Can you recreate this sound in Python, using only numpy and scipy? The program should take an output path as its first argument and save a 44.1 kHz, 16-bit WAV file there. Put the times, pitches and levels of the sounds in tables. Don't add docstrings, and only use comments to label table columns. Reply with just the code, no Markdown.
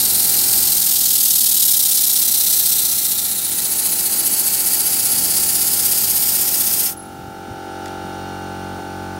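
import sys
import numpy as np
from scipy import signal
from scipy.fft import rfft, irfft, next_fast_len
from scipy.io import wavfile
from scipy.ndimage import uniform_filter1d

SR = 44100
rng = np.random.default_rng(int(sys.argv[2]) if len(sys.argv) > 2 else 0)


def to_wav(sig):
    pcm = np.clip(np.atleast_2d(sig), -1, 1) * 32767
    pcm = np.round(pcm).astype(np.int16)
    wavfile.write(sys.argv[1], SR, pcm.T)


def nominal_scale(level):
    x = np.asarray(level, float) / 20
    return 10 ** x


N = 405259
T = np.arange(N) / SR


# (time [s], jet level [dB], place behind the cylinder [0-1], workshop screened [dB], ridges [dB])
MIC_PATH = [(0, -15, 0.01, -1.5, 3), (.55, -13.5, .3, -0.2, 1.7), (.9, -13, .7, -5.5, -3),
            (1.3, -12, 1.01, -8.5, -4), (1.7, -12.5, 1.1, -8, -2), (2.2, -13, .8, -7, -5),
            (2.7, -13.5, .55, -5.5, -1.5), (3.05, -16.5, .2, -6.5, -1.7), (3.4, -20, .05, -5.5, 1.2),
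            (3.8, -17.5, 0.01, -2, -1), (4.45, -16.5, -.1, -0.5, -0.5), (5.3, -15.5, .05, -0.1, 0.5),
            (6.0, -15, .05, -0.6, -2), (6.55, -15, .1, -0.3, -8), (6.9, -16.5, -.1, -1, -15)]
# (time [s], level [dB])
SHUT_OFF = [
    (6.84, -3),
    (6.888, -5),
    (6.895, -4.5),
    (6.925, -15.5),
    (6.94, -25),
    (6.97, -47),
]
# (extra delay [s], level [dB])
ECHOES = [
    (.0006, -16.5),
    (.0013, -27),
    (.0027, -15),
    (.0049, -15.5),
]


def exhaust():
    jet_db, behind, screen_db, ridge_db = columns(MIC_PATH, T)
    upper, lower, gland, spit = port_openings()
    flows = jet_flows(upper, lower, spit, behind)
    jet = turbulent_jet(flows, behind, ridge_db)
    frame = frame_sound(screen_db, jet_db)
    gland_open = (gland + 0.15) * nominal_scale(1.2 * drift(9))
    direct = jet + np.sqrt(flows[1]) * frame + gland_open * gland_whistle(gland, behind)
    echoes = 0
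    for delay, db in ECHOES:
        moving_delay = delay * (1 + 0.0607 * drift(0.426))
        echoes = echoes + nominal_scale(db) * np.interp(T - moving_delay, T, direct)
    supply_db = columns(SHUT_OFF, T)[0]
    return nominal_scale(jet_db - 0.9 + supply_db) * shadowed(direct + echoes) * (T < SHUT_OFF[-1][0])


# (time [s], rate [turns/s])
FLYWHEEL_SPEED = [(0.0, 20.59), (0.4, 21.02), (0.8, 21.05), (1.2, 20.19), (1.6, 18.05), (1.9, 16.55),
                  (2.3, 16.31), (2.8, 15.28), (3.4, 14.91), (4.0, 14.67), (4.5, 14.73), (4.9, 15.62),
                  (5.7, 16.59), (6.3, 15.89), (7.0, 15.49)]
START_TURN = -0.24
# (opens at [turns], stays open [turns], attack [turns], release [turns], sag while open [dB])
UPPER_PORT = (0.7, 0.57, 0.19, 0.25, -11)
LOWER_PORT = (0.19, 0.46, 0.2, 0.039, 0.5)
GLAND_GAP = (0.56, 0.59, 0.12, 0.084, 2.1)
VALVE_SPIT = (0.085, 0.073, 0.03, 0.015, 0.1)


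def port_openings():
    turn = START_TURN + np.cumsum(columns(FLYWHEEL_SPEED, T)[0]) / SR
    return [opening(turn, *port) for port in (UPPER_PORT, LOWER_PORT, GLAND_GAP, VALVE_SPIT)]


def opening(turn, opens, length, attack, release, sag_db):
    age = (turn - opens) % 1
    rise = np.clip(age / attack, 0, 1)
    fall = np.clip((length - age) / release, 0, 1)
    return rise * fall * nominal_scale(sag_db * (age / length - 0.5))


# (level re jet in front [dB], change behind the cylinder [dB])
LOWER_DB, LEAK_DB, SKIRT_DB = (-3, 1.5), (-3.5, -5.5), (-19, 1)
GLAND_UPPER_DB, GLAND_LOWER_DB = (-3, -14), (-3.8, -21)
# (dull, middle, bright part of the jet [dB])
LOWER_TINT_DB, LEAK_TINT_DB, SPIT_DB = (-3.5, -1, 3), (1, -0.5, 5.5), (1, 1, -10)


def seen_db(level, behind):
    front, change = level
    return front + change * behind


def jet_flows(upper, lower, spit, behind):
    lower_db, leak_db = seen_db(LOWER_DB, behind), seen_db(LEAK_DB, behind)
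    flutter = nominal_scale(0.44 * drift(23))
    flows = []
    for lower_tint, leak_tint, spit_db in zip(LOWER_TINT_DB, LEAK_TINT_DB, SPIT_DB):
        ports = upper ** 2 + (lower * nominal_scale(lower_db + lower_tint)) ** 2
        steady = nominal_scale(2 * (leak_db + leak_tint))
        flow = np.sqrt(ports + steady + (spit * nominal_scale(spit_db)) ** 2)
        running_rms = np.sqrt(uniform_filter1d(flow ** 2, size=SR // 4))
        flows.append(flow / running_rms * flutter)
    return flows


# (frequency [Hz], spectral density [dB])
JET_SPECTRUM = [(2290, -34), (3900, -6.5), (4270, -4), (4790, -5), (5370, -3.5), (7220, -4.5), (8290, -1.5),
                (9470, -3), (10400, -1.5), (12100, -2), (15200, -1), (16200, 3.5), (16500, -52)]
# (frequency [Hz], spectral density [dB])
JET_SKIRT = [(2000, -20.5), (2600, -6.5), (3200, 1.5), (3900, -1.5), (4600, -16.5)]
# (time [s], frame low [Hz], frame high [Hz], gland upper [Hz], gland lower [Hz])
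VIEW_RESONANCES = [(0, 4200, 12800, 11300, 10800), (.55, 4400, 12800, 11400, 10700),
                   (1.1, 4100, 11500, 11360, 10400), (1.5, 4000, 11700, 10850, 10500),
                   (2.1, 4100, 12500, 11540, 10500), (2.8, 4000, 12400, 12600, 10500),
                   (3.4, 4050, 13000, 10600, 9950), (4.0, 4260, 12600, 11180, 10000),
                   (4.6, 4500, 13000, 11430, 10500), (5.1, 4600, 12950, 11200, 10400),
                   (5.5, 4650, 13100, 11120, 10150), (5.95, 4700, 13230, 11600, 10520),
                   (6.15, 4750, 13200, 11600, 9600), (6.9, 4940, 12700, 11570, 9500)]
RIDGE_DB = (-12, -8.5, -6.5)
BRIGHT_HZ = 10500


def turbulent_jet(flows, behind, ridge_db):
    dull, flow, bright = flows
    low_hz, high_hz = columns(VIEW_RESONANCES, T)[:2]
    low, middle, high = [nominal_scale(db + ridge_db) for db in RIDGE_DB]
    high = high * nominal_scale(5.5 * (behind - 0.4))
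    broad = coloured(JET_SPECTRUM)
    under = signal.sosfilt(signal.butter(2, BRIGHT_HZ, fs=SR, output="sos"), broad)
    over = signal.sosfilt(signal.butter(2, BRIGHT_HZ, "high", fs=SR, output="sos"), broad)
    skirt = nominal_scale(seen_db(SKIRT_DB, behind)) * coloured(JET_SKIRT)
    jet = dull * (skirt + low * narrow(low_hz, width_hz=730))
    jet += flow * (under + middle * narrow(8800, width_hz=1400))
    jet += bright * (high * narrow(high_hz, width_hz=1000) - over)
    return jet


def gland_whistle(gland, behind):
    climb = 1 + 0.03 * (gland - 0.6)
    upper_hz, lower_hz = [hz * climb for hz in columns(VIEW_RESONANCES, T)[2:]]
    upper = nominal_scale(seen_db(GLAND_UPPER_DB, behind)) * narrow(upper_hz, width_hz=650)
    lower = nominal_scale(seen_db(GLAND_LOWER_DB, behind)) * narrow(lower_hz, width_hz=700)
    return upper + lower


# (frequency [Hz], spectral density [dB])
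BODY_SPECTRUM = [(590, -45), (1000, -4.5), (1310, -5.5), (1420, -8), (1700, -2.5), (2900, 1.5), (3770, -24),
                 (6380, -120)]


def frame_sound(screen_db, jet_db):
    share = 0.7
    return nominal_scale(-33 + share * screen_db - jet_db) * coloured(BODY_SPECTRUM)


# (from [s], to [s], from frequency [Hz], to frequency [Hz], depth [dB])
SHADOWS = [
    (-.3, .9, 3400, 3380, -1.3),
    (.55, 1.4, 11500, 8800, -4),
    (1.9, 3.0, 7540, 7000, -1.83),
    (3.2, 4.9, 5240, 5500, -3),
    (3.9, 5.901, 12500, 12400, -3),
    (3.5, 7.2, 3500, 4100, -3),
    (4.8, 6.6, 5440, 5900, -1.7),
    (4.9, 6.2, 13700, 14000, -1.5),
    (5.8, 7.201, 10400, 10500, -4),
    (6.0, 7.2, 7600, 7250, -2.5),
]


def shadowed(x):
    width_hz, edge_s = 334, 0.19
    hz, s, frames = signal.stft(x, SR, nperseg=512)
    loss_db = 0
    for start, end, first_hz, last_hz, db in SHADOWS:
        centre = first_hz + (last_hz - first_hz) * (s - start) / (end - start)
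        present = np.clip(np.minimum(s - start, end - s) / edge_s, 0, 1)
        notch = np.exp(-0.5 * ((hz[:, None] - centre) / width_hz) ** 2)
        loss_db = loss_db + db * present * notch
    return signal.istft(frames * nominal_scale(loss_db), SR)[1][:N]


# (frequency [Hz], level [dB], T60 [s])
FITTING_MODES = [
    (8683, -17, .15),
    (9350, -14, .04),
    (10903, 0, .38),
    (10937, -.5, .36),
    (12200, -16, .04),
]
# (time [s], level [dB])
FITTING_TAPS = [
    (6.966, -44),
    (6.974, -35),
]


def ringing_fitting():
    return sum(ring(s, db + mode_db, hz, t60) for s, db in FITTING_TAPS for hz, mode_db, t60 in FITTING_MODES)


# (time [s], peak level [dB])
TICKS = [
    (7.858, -17.5),
    (7.8804, -23),
]


def dry_ticks():
    crack = coloured([(800, -30), (1500, 5), (6500, -1.0), (16000, -14)])
    out = np.zeros(N)
    for s, db in TICKS:
        age = T - s
        decay_db = 60 * np.clip(age / 0.019, 0, 3)
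        out += (age > 0) * nominal_scale(db - 8.0 - decay_db) * crack
    return out


# (time [s], peak level [dB], frequency [Hz], T60 [s])
BENCH_KNOCKS = [(7.058, -42, 150, .07), (7.191, -26, 143, 0.081), (7.21, -27, 200, .06),
                (7.241, -28, 90, 0.072), (7.281, -27, 120, .07), (7.482, -28, 245, 0.1),
                (7.51, -24, 109, .1), (7.539, -27, 170, .07), (7.671, -28, 323, .06), (7.98, -33, 70, .12),
                (8.048, -26, 184, .06), (8.79, -24, 770, 0.076), (8.792, -29, 930, .03),
                (8.795, -29, 450, .05), (8.8, -30, 170, .07)]


def bench_knocks():
    return sum(ring(*knock) for knock in BENCH_KNOCKS)


STROKE_HZ = 45.926
# (multiple of the stroke rate, level [dB])
STROKE_PARTIALS = [(1, -15), (2, -2), (3, -9), (4, -3), (5, -7), (6, -8), (7, -4), (8, -4), (9, -7),
                   (10, -17), (11, -12), (12, -13), (13, -18), (14, -10), (16, -12), (17, -1), (18, -5),
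                   (19, -4), (20, -14), (21, -25), (28, -16), (29, -12), (30, -9), (31, -13), (32, -12),
                   (33, -7), (34, -23), (38, -22), (41, -29), (52, -29)]
PARTIAL_LAG = [(1, 0), (9, 0), (16, .2), (17, .55), (20, -.42), (29, .7), (30, .55), (34, 1.6), (52, 4.3)]


def stroke_harmonics():
    ranges = np.zeros((4, N))
    wander = [nominal_scale(0.7 * drift(0.4)) for _ in range(6)]
    multiples = np.arange(52) + 1
    lag = np.cumsum(columns(PARTIAL_LAG, multiples)[0]) + rng.normal(0, 0.14, len(multiples))
    levels = columns(STROKE_PARTIALS, multiples)[0]
    levels = levels + (levels < -18.5) * 3 * rng.standard_normal(len(multiples))
    stroke = np.exp(2j * np.pi * (STROKE_HZ * T - 0.7))
    partial = 1
    for k, db, turns in zip(multiples, levels, lag):
        partial = partial * stroke
        tone = (partial * (np.sqrt(2) * nominal_scale(db) * np.exp(-2j * np.pi * turns))).real
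        place = (0, 1, 0, 2, 3, 1)[np.searchsorted((5, 20, 27, 31, 34), k)]
        ranges[place] += wander[k % 6] * tone
    return ranges


# (time [s], thump level [dB], lower over upper head [dB])
STANDING_PATTERN = [(0, -41.5, 0.1), (.6, -42.5, -0.5), (1.2, -51, -1), (2.2, -54, -1), (2.8, -50, 3.5),
                    (3.5, -47.5, 1.5), (4.6, -50, 0.1), (5.4, -42, 1), (6.9, -45, 3.5), (7.5, -44.5, 1),
                    (8.05, -38, 1), (8.2, -36, 0), (8.7, -34.5, -1), (9.19, -34, -2.5)]
# (level [dB], share of screening, share of head tilt)
RANGE_LEVELS = [
    (-42.5, 0.97, 0.01),
    (-43, 0.58, 0.84),
    (-42.5, 2, -1.3),
]


def compressor():
    thump, *upper_ranges = stroke_harmonics()
    screen_db = columns(MIC_PATH, T)[2]
    thump_db, tilt_db = columns(STANDING_PATTERN, T)
    since_knock = T - 8.81
    duck_db = -8 * np.exp(-np.abs(since_knock) / 0.07) * np.clip(since_knock / 0.03 + 1, 0, 1)
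    duck = nominal_scale(-8 * np.exp(-np.abs(since_knock) / 0.07) * np.clip(since_knock / 0.03 + 1, 0, 1))
    drone = nominal_scale(thump_db) * duck * thump
    for (db, share, lean), tones in zip(RANGE_LEVELS, upper_ranges):
        drone += nominal_scale(db + share * screen_db + lean * tilt_db + creep_db()) * tones
    return drone


# (multiple of the stroke rate, level [dB], loudest at [s])
VALVE_REEDS = [
    (61, -47, 8.35),
    (65, -51, 8.0),
    (81, -50, 8.2),
    (94, -49, 8.35),
    (125, -55, 8.3),
]
# (frequency [Hz], spectral density [dB])
FAR_HISS = [(1030, -17), (1750, -9.5), (2550, -8), (2880, -8.5), (3340, -7.5), (4040, -10.5), (4470, -10),
            (4600, -10.5), (5660, -9.5), (8010, -18), (9220, -12.5), (9940, -20), (15200, -20),
            (16000, -12), (16500, -40)]


def far_air():
    rise = nominal_scale(1.2 * (creep_db() - CREEP_DB) + 1.56)
    reeds = 0
    for k, db, s in VALVE_REEDS:
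        swell = nominal_scale(db - 9.0 * np.abs(T - s) + 0.7 * drift(3))
        reeds = reeds + swell * np.sin(2 * np.pi * round(k) * STROKE_HZ * T + 0.27 * drift(2.4))
    stroke = np.maximum(np.cos(2 * np.pi * (STROKE_HZ * T - 0.9)), 0) + 0.45
    chatter = nominal_scale(-57) * stroke * narrow(9150, width_hz=330)
    return reeds + rise * (nominal_scale(-45.5) * coloured(FAR_HISS) + chatter)


# (frequency [Hz], spectral density [dB])
BENCH_SPECTRUM = [(25, -36), (45, 1), (100, -4), (220, 4.5), (300, -0.5), (450, -24)]
# (frequency [Hz], spectral density [dB])
ROOM_SPECTRUM = [(25, -27), (70, -3.5), (270, 0.5), (450, -1.5), (800, -4), (960, -8), (1150, -15),
                 (1400, -4), (1700, -23), (2600, -27.5)]


def rumble():
    screen_db = columns(MIC_PATH, T)[2]
    turning = np.clip((7.7 - T) / 0.5, 0, 1)
    running = np.minimum(nominal_scale(columns(SHUT_OFF, T)[0]), 1)

    def level_db(run, rest, on, share, follow):
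        return rest + (run - rest) * on + share * screen_db + follow * creep_db()

    bench_db = level_db(-42.5, -54, turning, share=0.15, follow=0.2)
    room_db = level_db(-36, -47.5, running, share=1.2, follow=0.6)
    bench = nominal_scale(bench_db + 1.2 * drift(4.9)) * coloured(BENCH_SPECTRUM)
    return bench + nominal_scale(room_db + 1.0 * drift(3.1)) * coloured(ROOM_SPECTRUM)


CREEP_FROM_S, CREEP_S, CREEP_DB = 6.86, 0.97, 8


def creep_db():
    return CREEP_DB * np.clip((T - CREEP_FROM_S) / CREEP_S, 0, 1)


def rms_one(x):
    return x / np.sqrt(np.mean(x ** 2) + 1e-20)


def columns(rows, at):
    first, *rest = np.transpose(rows)
    return [np.interp(at, first, c) for c in rest]


def coloured(spectrum):
    size = next_fast_len(N)
    hz = np.arange(size // 2 + 1) * SR / size + 1
    points = np.array(spectrum)
    gain = nominal_scale(np.interp(np.log(hz), np.log(points[:, 0]), points[:, 1]))
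    return rms_one(irfft(rfft(rng.standard_normal(size)) * gain, size)[:N])


def drift(rate):
    r = np.exp(-80 * np.pi * rate / SR)
    slow = signal.lfilter([1], [1, -2 * r, r * r], rng.standard_normal(N // 40 + 2002))[2000:]
    return np.interp(np.arange(N) / 40, np.arange(len(slow)), rms_one(slow))


def narrow(hz, width_hz):
    sos = signal.butter(2, width_hz / 2, fs=SR, output="sos")
    a, b = signal.sosfilt(sos, rng.standard_normal((2, N)))
    phase = 2 * np.pi * np.cumsum(hz * np.ones(N)) / SR
    return rms_one(a * np.cos(phase) + b * np.sin(phase))


def ring(s, db, hz, t60):
    out, at = np.zeros(N), round(s * SR)
    age = T[:min(round(2 * t60 * SR), N - at)]
    out[at:at + len(age)] = nominal_scale(db - 60 * age / t60) * np.sin(2 * np.pi * hz * age)
    return out


def scene():
    engine = exhaust() + ringing_fitting() + dry_ticks() + bench_knocks()
    background = compressor() + far_air() + rumble()
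    return np.tile(engine + background, (2, 1))


def low_pass(x):
    return signal.sosfilt(signal.butter(12, 17070, fs=SR, output="sos"), x)


def record(dry):
    bass_cut = signal.butter(2, 34, "high", fs=SR, output="sos")
    thin = signal.sosfiltfilt(bass_cut, dry, padtype="even", padlen=SR // 4)
    rounded = 1.05 * np.tanh(thin / 1.05)
    top_cut = signal.ellip(12, 0.5, 80, 15750, fs=SR, output="sos")
    return low_pass(signal.sosfilt(top_cut, rounded))


dry = scene()
out = record(dry)
to_wav(out)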